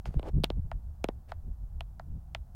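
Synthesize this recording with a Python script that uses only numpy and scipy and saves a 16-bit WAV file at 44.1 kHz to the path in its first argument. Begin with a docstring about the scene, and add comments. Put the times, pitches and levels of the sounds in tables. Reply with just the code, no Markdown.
"""Beside a country road, wind buffets a hand-held microphone over the faint rush of open fields.
Turbulence at the microphone gives a deep rumble and, in strong gusts, a quicker flutter.
Small hard contacts close by, probably the casing being handled, give ringing ticks and dull knocks,
and sliding friction gives a few brief rubs. Each contact travels as a bending wave, which is
dispersive: its treble arrives a moment before its bass."""
import sys
import numpy as np
from scipy import signal
from scipy.fft import rfft, irfft
from scipy.io import wavfile
from scipy.ndimage import uniform_filter1d

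SR = 44100
rng = np.random.default_rng(int(sys.argv[2]) if len(sys.argv) > 2 else 0)


def output_pcm(signal):
    """Save a mono or channel-first signal as 16-bit PCM at the path in sys.argv[1].

    Samples are clipped to [-1, 1] before scaling.
    """
    pcm = np.clip(np.atleast_2d(signal).T, -1, 1) * 32767
    wavfile.write(sys.argv[1], SR, np.round(pcm).astype(np.int16))


N = 112454


def from_db(db):
    """Amplitude ratio of a level in decibels."""
    return 10 ** (np.asarray(db) / 20)


def band(x, low_hz, high_hz, order=2):
    """Causal Butterworth band-pass."""
    high_hz = min(max(high_hz, low_hz + 10), SR / 2 - 10)
    return signal.sosfilt(signal.butter(order, [low_hz, high_hz], "band", fs=SR, output="sos"), x)


def resonate(x, modes, sign=-1):
    """Modal superposition: alternating signs fill the valleys between peaks, equal signs deepen them."""
    out = 0
    for k, (hz, width_hz, db) in enumerate(modes):
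        radius = np.exp(-np.pi * width_hz / SR)
        feedback = [1, -2 * radius * np.cos(2 * np.pi * hz / SR), radius ** 2]
        mode = (1 - radius ** 2) / 2 * signal.lfilter([1, 0, -1], feedback, x)
        out = out + sign ** k * from_db(db) * mode
    return out


def noise(spectrum):
    """Spectral shaping: noise of rms 1 with the given colour, falling steeply above its last point."""
    hz, db = np.transpose(spectrum)
    f = np.maximum(np.fft.rfftfreq(N, 1 / SR), 1)
    gain = from_db(np.interp(np.log(f), np.log(hz), db)) / (1 + (f / hz[-1] / 2) ** 2) ** 2
    x = irfft(rfft(rng.standard_normal(N)) * gain, N)
    return x / x.std()


def eddies(spectrum, window_s=0.02):
    """Turbulence as noise divided by its running rms, so that the gusts alone set its envelope."""
    x = noise(spectrum)
    power = uniform_filter1d(abs(signal.hilbert(x)) ** 2 / 2, int(window_s * SR))
    return x / np.sqrt(power + 1e-9)


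def wind():
    """Turbulent pressure on the microphone: a deep rumble, and a quicker flutter in strong gusts."""
    # gust envelopes: (time [s], relative rumble level [dB], relative flutter level [dB])
    gusts = [(0.0, -37.5, -69), (0.025, -51, -64.5), (0.09, -31, -36), (0.135, -48, -65),
             (0.158, -41, -34.5), (0.173, -20.5, -26), (0.209, -43.5, -60.5), (0.329, -37.5, -45.5),
             (0.339, -25, -33), (0.37, -25, -25), (0.408, -32, -31.5), (0.459, -41, -48),
             (0.551, -32.5, -52.5), (0.595, -29, -30.5), (0.613, -38, -63.5), (0.662, -32.5, -54),
             (0.695, -51.5, -50.5), (0.756, -30, -48), (0.816, -47.5, -63.5), (0.857, -38, -57.5),
             (0.901, -38.5, -68), (0.967, -50.5, -62), (1.001, -40.5, -61.5), (1.192, -44, -54),
             (1.235, -53.5, -65), (1.392, -37.5, -56), (1.42, -54.5, -60.5), (1.435, -36.5, -64.5),
             (1.489, -39.5, -39.5), (1.514, -32, -62.5), (1.564, -48, -73.5), (1.636, -35, -48),
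             (1.697, -46.5, -69.5), (1.762, -35, -49.5), (1.828, -40.5, -56.5), (1.98, -48, -55),
             (2.071, -47, -49),(2.103, -37, -49.5), (2.18, -38.5, -42), (2.205, -47, -62),
             (2.372, -45, -49.5), (2.424, -37, -84), (2.442, -54.5, -56), (2.548, -45.5, -61.5)]
    # spectrum of the rumble: (frequency [Hz], relative density [dB])
    rumble_spectrum = [(15, -7), (28, 2.5), (45, 5), (80, 1), (115, -14), (170, -25.5), (300, -36.5)]
    # spectrum of the flutter: (frequency [Hz], relative density [dB])
    flutter_spectrum = [(70, -20), (120, 4.5), (160, 0), (230, -14), (350, -23.5), (600, -38.5),
                        (1200, -63.5)]
    times, rumble_db, flutter_db = np.transpose(gusts)
    t = np.arange(N) / SR
    rumble = from_db(np.interp(t, times, rumble_db) + 1) * eddies(rumble_spectrum)
    flutter = from_db(np.interp(t, times, flutter_db) - 1) * eddies(flutter_spectrum)
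    return rumble + flutter


def fields(level_db=-68):
    """Stationary broadband noise: the far rush and hiss of open fields."""
    # ambient spectrum: (frequency [Hz], relative density [dB])
    spectrum = [(200, 9), (420, -5), (720, 7), (1050, -2.5), (1500, -7.5), (2200, -19), (4000, -18.5),
                (10000, -16.5), (16000, -11.5)]
    return from_db(level_db) * noise(spectrum)


def rubs():
    """Sliding friction: a grumble grows with speed, a hiss and the casing's modes with its square."""
    # slides: (start [s], swell [s], fade [s], peak grumble [dB], peak hiss [dB], peak sheen [dB])
    slides = [(0.051, 0.0066, 0.062, -56, -53, -65), (.07, 0.063, 0.19, -67, -69.5, -80),
              (0.214, 0.075, 0.018, -41, -54.5, -80), (1.271, 0.024, 0.065, -62, -61, -88.5)]
    # low friction noise: (frequency [Hz], relative density [dB])
    grumble_spectrum = [(120, -5.5), (300, 0), (480, 3), (900, -3.5), (1600, -22), (3000, -30.5)]
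    # high friction noise: (frequency [Hz], relative density [dB])
    hiss_spectrum = [(1000, 0), (1600, 0.5), (3500, -6.5), (5000, -11), (7000, -14.5), (10000, -16.5),
                     (15000, -24)]
    # modes driven by friction: (frequency [Hz], bandwidth [Hz], relative gain [dB])
    sheen_modes = [(1560, 320, -1), (4740, 250, 6.5), (6500, 540, 3.5), (9100, 700, -24),
                   (12900, 2000, -22)]
    grumble, hiss = noise(grumble_spectrum), noise(hiss_spectrum)
    sheen = resonate(rng.standard_normal(N), sheen_modes, sign=1)
    sheen /= sheen.std()
    t = np.arange(N) / SR
    out = np.zeros(N)
    for start, swell, fade, grumble_db, hiss_db, sheen_db in slides:
        speed = np.interp(t, [start, start + swell, start + swell + fade], [0, 1, 0])
        out += speed * from_db(grumble_db) * grumble
        out += speed ** 2 * (from_db(hiss_db) * hiss + from_db(sheen_db) * sheen)
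    return out


def contact_force(size, crunch_s, snap_db=-1, grit_db=-6, ripple_hz=1090):
    """Force spectrum of an impact: one clean impulse superposed on a crunch of tiny slips."""
    f = np.fft.rfftfreq(size, 1 / SR)
    age = np.arange(size) / SR / crunch_s
    slips = rfft(rng.standard_normal(size) * age * np.exp(-2 * age ** 2))
    # whitening leaves only spectral ripples finer than ripple_hz
    slips /= np.sqrt(uniform_filter1d(abs(slips) ** 2, int(ripple_hz / f[1])))
    snap = np.exp(-1j * np.pi * f * crunch_s)   # falls at the peak of the crunch
    return from_db(snap_db) * snap + from_db(grit_db) * slips


def contact(start, body, crack_db, crack_hz, sparkle_db, crunch_s, *hollows_hz):
    """Bending-wave dispersion: body sound, crack and high modes arrive with a delay ~ 1 / sqrt(f)."""
    # high modes of the casing: (frequency [Hz], bandwidth [Hz], relative gain [dB])
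    sparkle_modes = [(5326, 450, -9), (6637, 400, -5), (8050, 350, -2.5), (8860, 948, 2), (12640, 860, -8)]
    crack_spread, delay_at_1khz_s, lead_samples = 1.375, 0.0018, 256
    hollow_relative_width, hollow_db = 0.15, -20.5
    click = signal.unit_impulse(len(body))
    crack = from_db(crack_db) * band(click, crack_hz / crack_spread, crack_hz * crack_spread)
    sparkle = from_db(sparkle_db) * resonate(click, sparkle_modes, sign=1)
    spectrum = rfft(body) + contact_force(len(body), crunch_s) * rfft(crack + sparkle)
    f = np.fft.rfftfreq(len(body), 1 / SR)
    dispersion = np.exp(-4j * np.pi * delay_at_1khz_s * np.sqrt(1000 * f))
    sound = np.roll(irfft(spectrum * dispersion), lead_samples)
    for hz in hollows_hz:   # modes with a node at the touched spot stay silent, leaving a hollow
        sound -= (1 - from_db(hollow_db)) * resonate(sound, [(hz, hz * hollow_relative_width, 0)])
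    return np.pad(sound, (int(start * SR), N))[lead_samples:lead_samples + N]


def casing_ring(size=4096, low_cut_hz=515):
    """Impulse response of the casing's low modes, a sum of damped oscillations."""
    # low modes: (frequency [Hz], bandwidth [Hz], relative gain [dB])
    modes = [(659, 112, 5), (911, 218, -0.5), (1351, 220, -3.5), (1910, 454, -15.5)]
    ring = resonate(signal.unit_impulse(size), modes)
    return signal.sosfilt(signal.butter(2, low_cut_hz, "high", fs=SR, output="sos"), ring)


def ticks(ring):
    """Impulsive excitation: each hard tap sets the low modes ringing freely."""
    # taps: (time [s], ring gain [dB], crack gain [dB], crack centre [Hz], sparkle gain [dB],
    # crunch length [s], low hollow [Hz], high hollow [Hz])
    taps = [(0.055, -1, -11.5, 2400, -51, 0.00072, 1850, 3620),
            (0.1046, -22.5, -40, 3060, -48, 0.0016, 1880, 3800),
            (0.4416, 3, 9.5, 3913, -1, 0.00046, 1860, 6144),
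            (0.7142, 4, -12.5, 2120, -49, 0.0011, 2500, 3520),
            (1.0416, 0, -2.5, 2660, -17.5, .00052, 920, 3680),
            (1.318, 4.5, -19.5, 3100, -45, .0015, 2760, 6040),
            (1.806, -1, -6.5, 2860, -26, 0.001444, 1580, 3720),
            (1.9955, -1, -28.5, 4040, -49.5, 0.00055, 2610, 5660),
            (2.3476, 2.5, -0.5, 2740, -27, 0.00045, 1550, 3920)]
    return sum(contact(start, from_db(db) * ring, *timbre) for start, db, *timbre in taps)


def knocks(ring, lag_s=0.00059, ring_db=-23.5):
    """Heavy damping: the casing gives way just after the crack in a dead thump that barely rings."""
    # blows: (time [s], thump gain [dB], crack gain [dB], crack centre [Hz], sparkle gain [dB],
    # crunch length [s], low hollow [Hz], high hollow [Hz])
    blows = [(0.14, -2, -35.5, 2920, -39, 0.0031, 1850, 6000),
             (0.193, 4, -21, 2840, -35, .0035, 1790, 6130),
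             (0.228, -1, -23, 2690, -41, 0.00142, 1910, 6000),
             (0.4361, 15, -9.5, 4180, -17, .001, 1850, 7100),
             (0.501, 11, -8.5, 3130, -32, 0.0013, 1800, 6200),
             (1.0406, 15.5, -6, 4470, -20.5, .0011, 1057, 3880),
             (1.0862, 13, -12, 3450, -30.5, 0.00067, 1770, 4300)]
    push = signal.unit_impulse(len(ring), int(lag_s * SR))
    thump = band(push, low_hz=163, high_hz=620) + from_db(ring_db) * ring
    return sum(contact(start, from_db(db) * thump, *timbre) for start, db, *timbre in blows)


def shiver(contacts, t60_s=0.06):
    """Diffuse decay: each octave's energy dies away as faint noise, so dull contacts leave dull tails."""
    # tail by octave: (centre frequency [Hz], level relative to the contacts in that octave [dB])
    octaves = [(350, -22.5), (700, -16.5), (1400, -15), (2800, -20), (5600, -24.5), (11200, -24)]
    decay = from_db(-60 * np.arange(SR // 5) / SR / t60_s) ** 2
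    out = np.zeros(N)
    for hz, db in octaves:
        edges = hz / np.sqrt(2), hz * np.sqrt(2)
        power = band(contacts, *edges, order=3) ** 2
        tail_power = abs(signal.fftconvolve(power, decay / decay.sum())[:N])
        hiss = band(rng.standard_normal(N), *edges, order=3)
        out += from_db(db) * np.sqrt(tail_power) * hiss / hiss.std()
    return out


def scene():
    """Superposition of contacts, rubs, wind and the far rush of the fields in one channel."""
    ring = casing_ring()
    contacts = ticks(ring) + knocks(ring)
    return (contacts + shiver(contacts) + rubs() + wind() + fields())[None]


def record(dry, cutoff_hz=16200):
    """Band limiting: a steep elliptic low-pass removes the highest treble."""
    return signal.sosfilt(signal.ellip(10, .2, 80, cutoff_hz, fs=SR, output="sos"), dry)


dry = scene()
out = record(dry)
output_pcm(out)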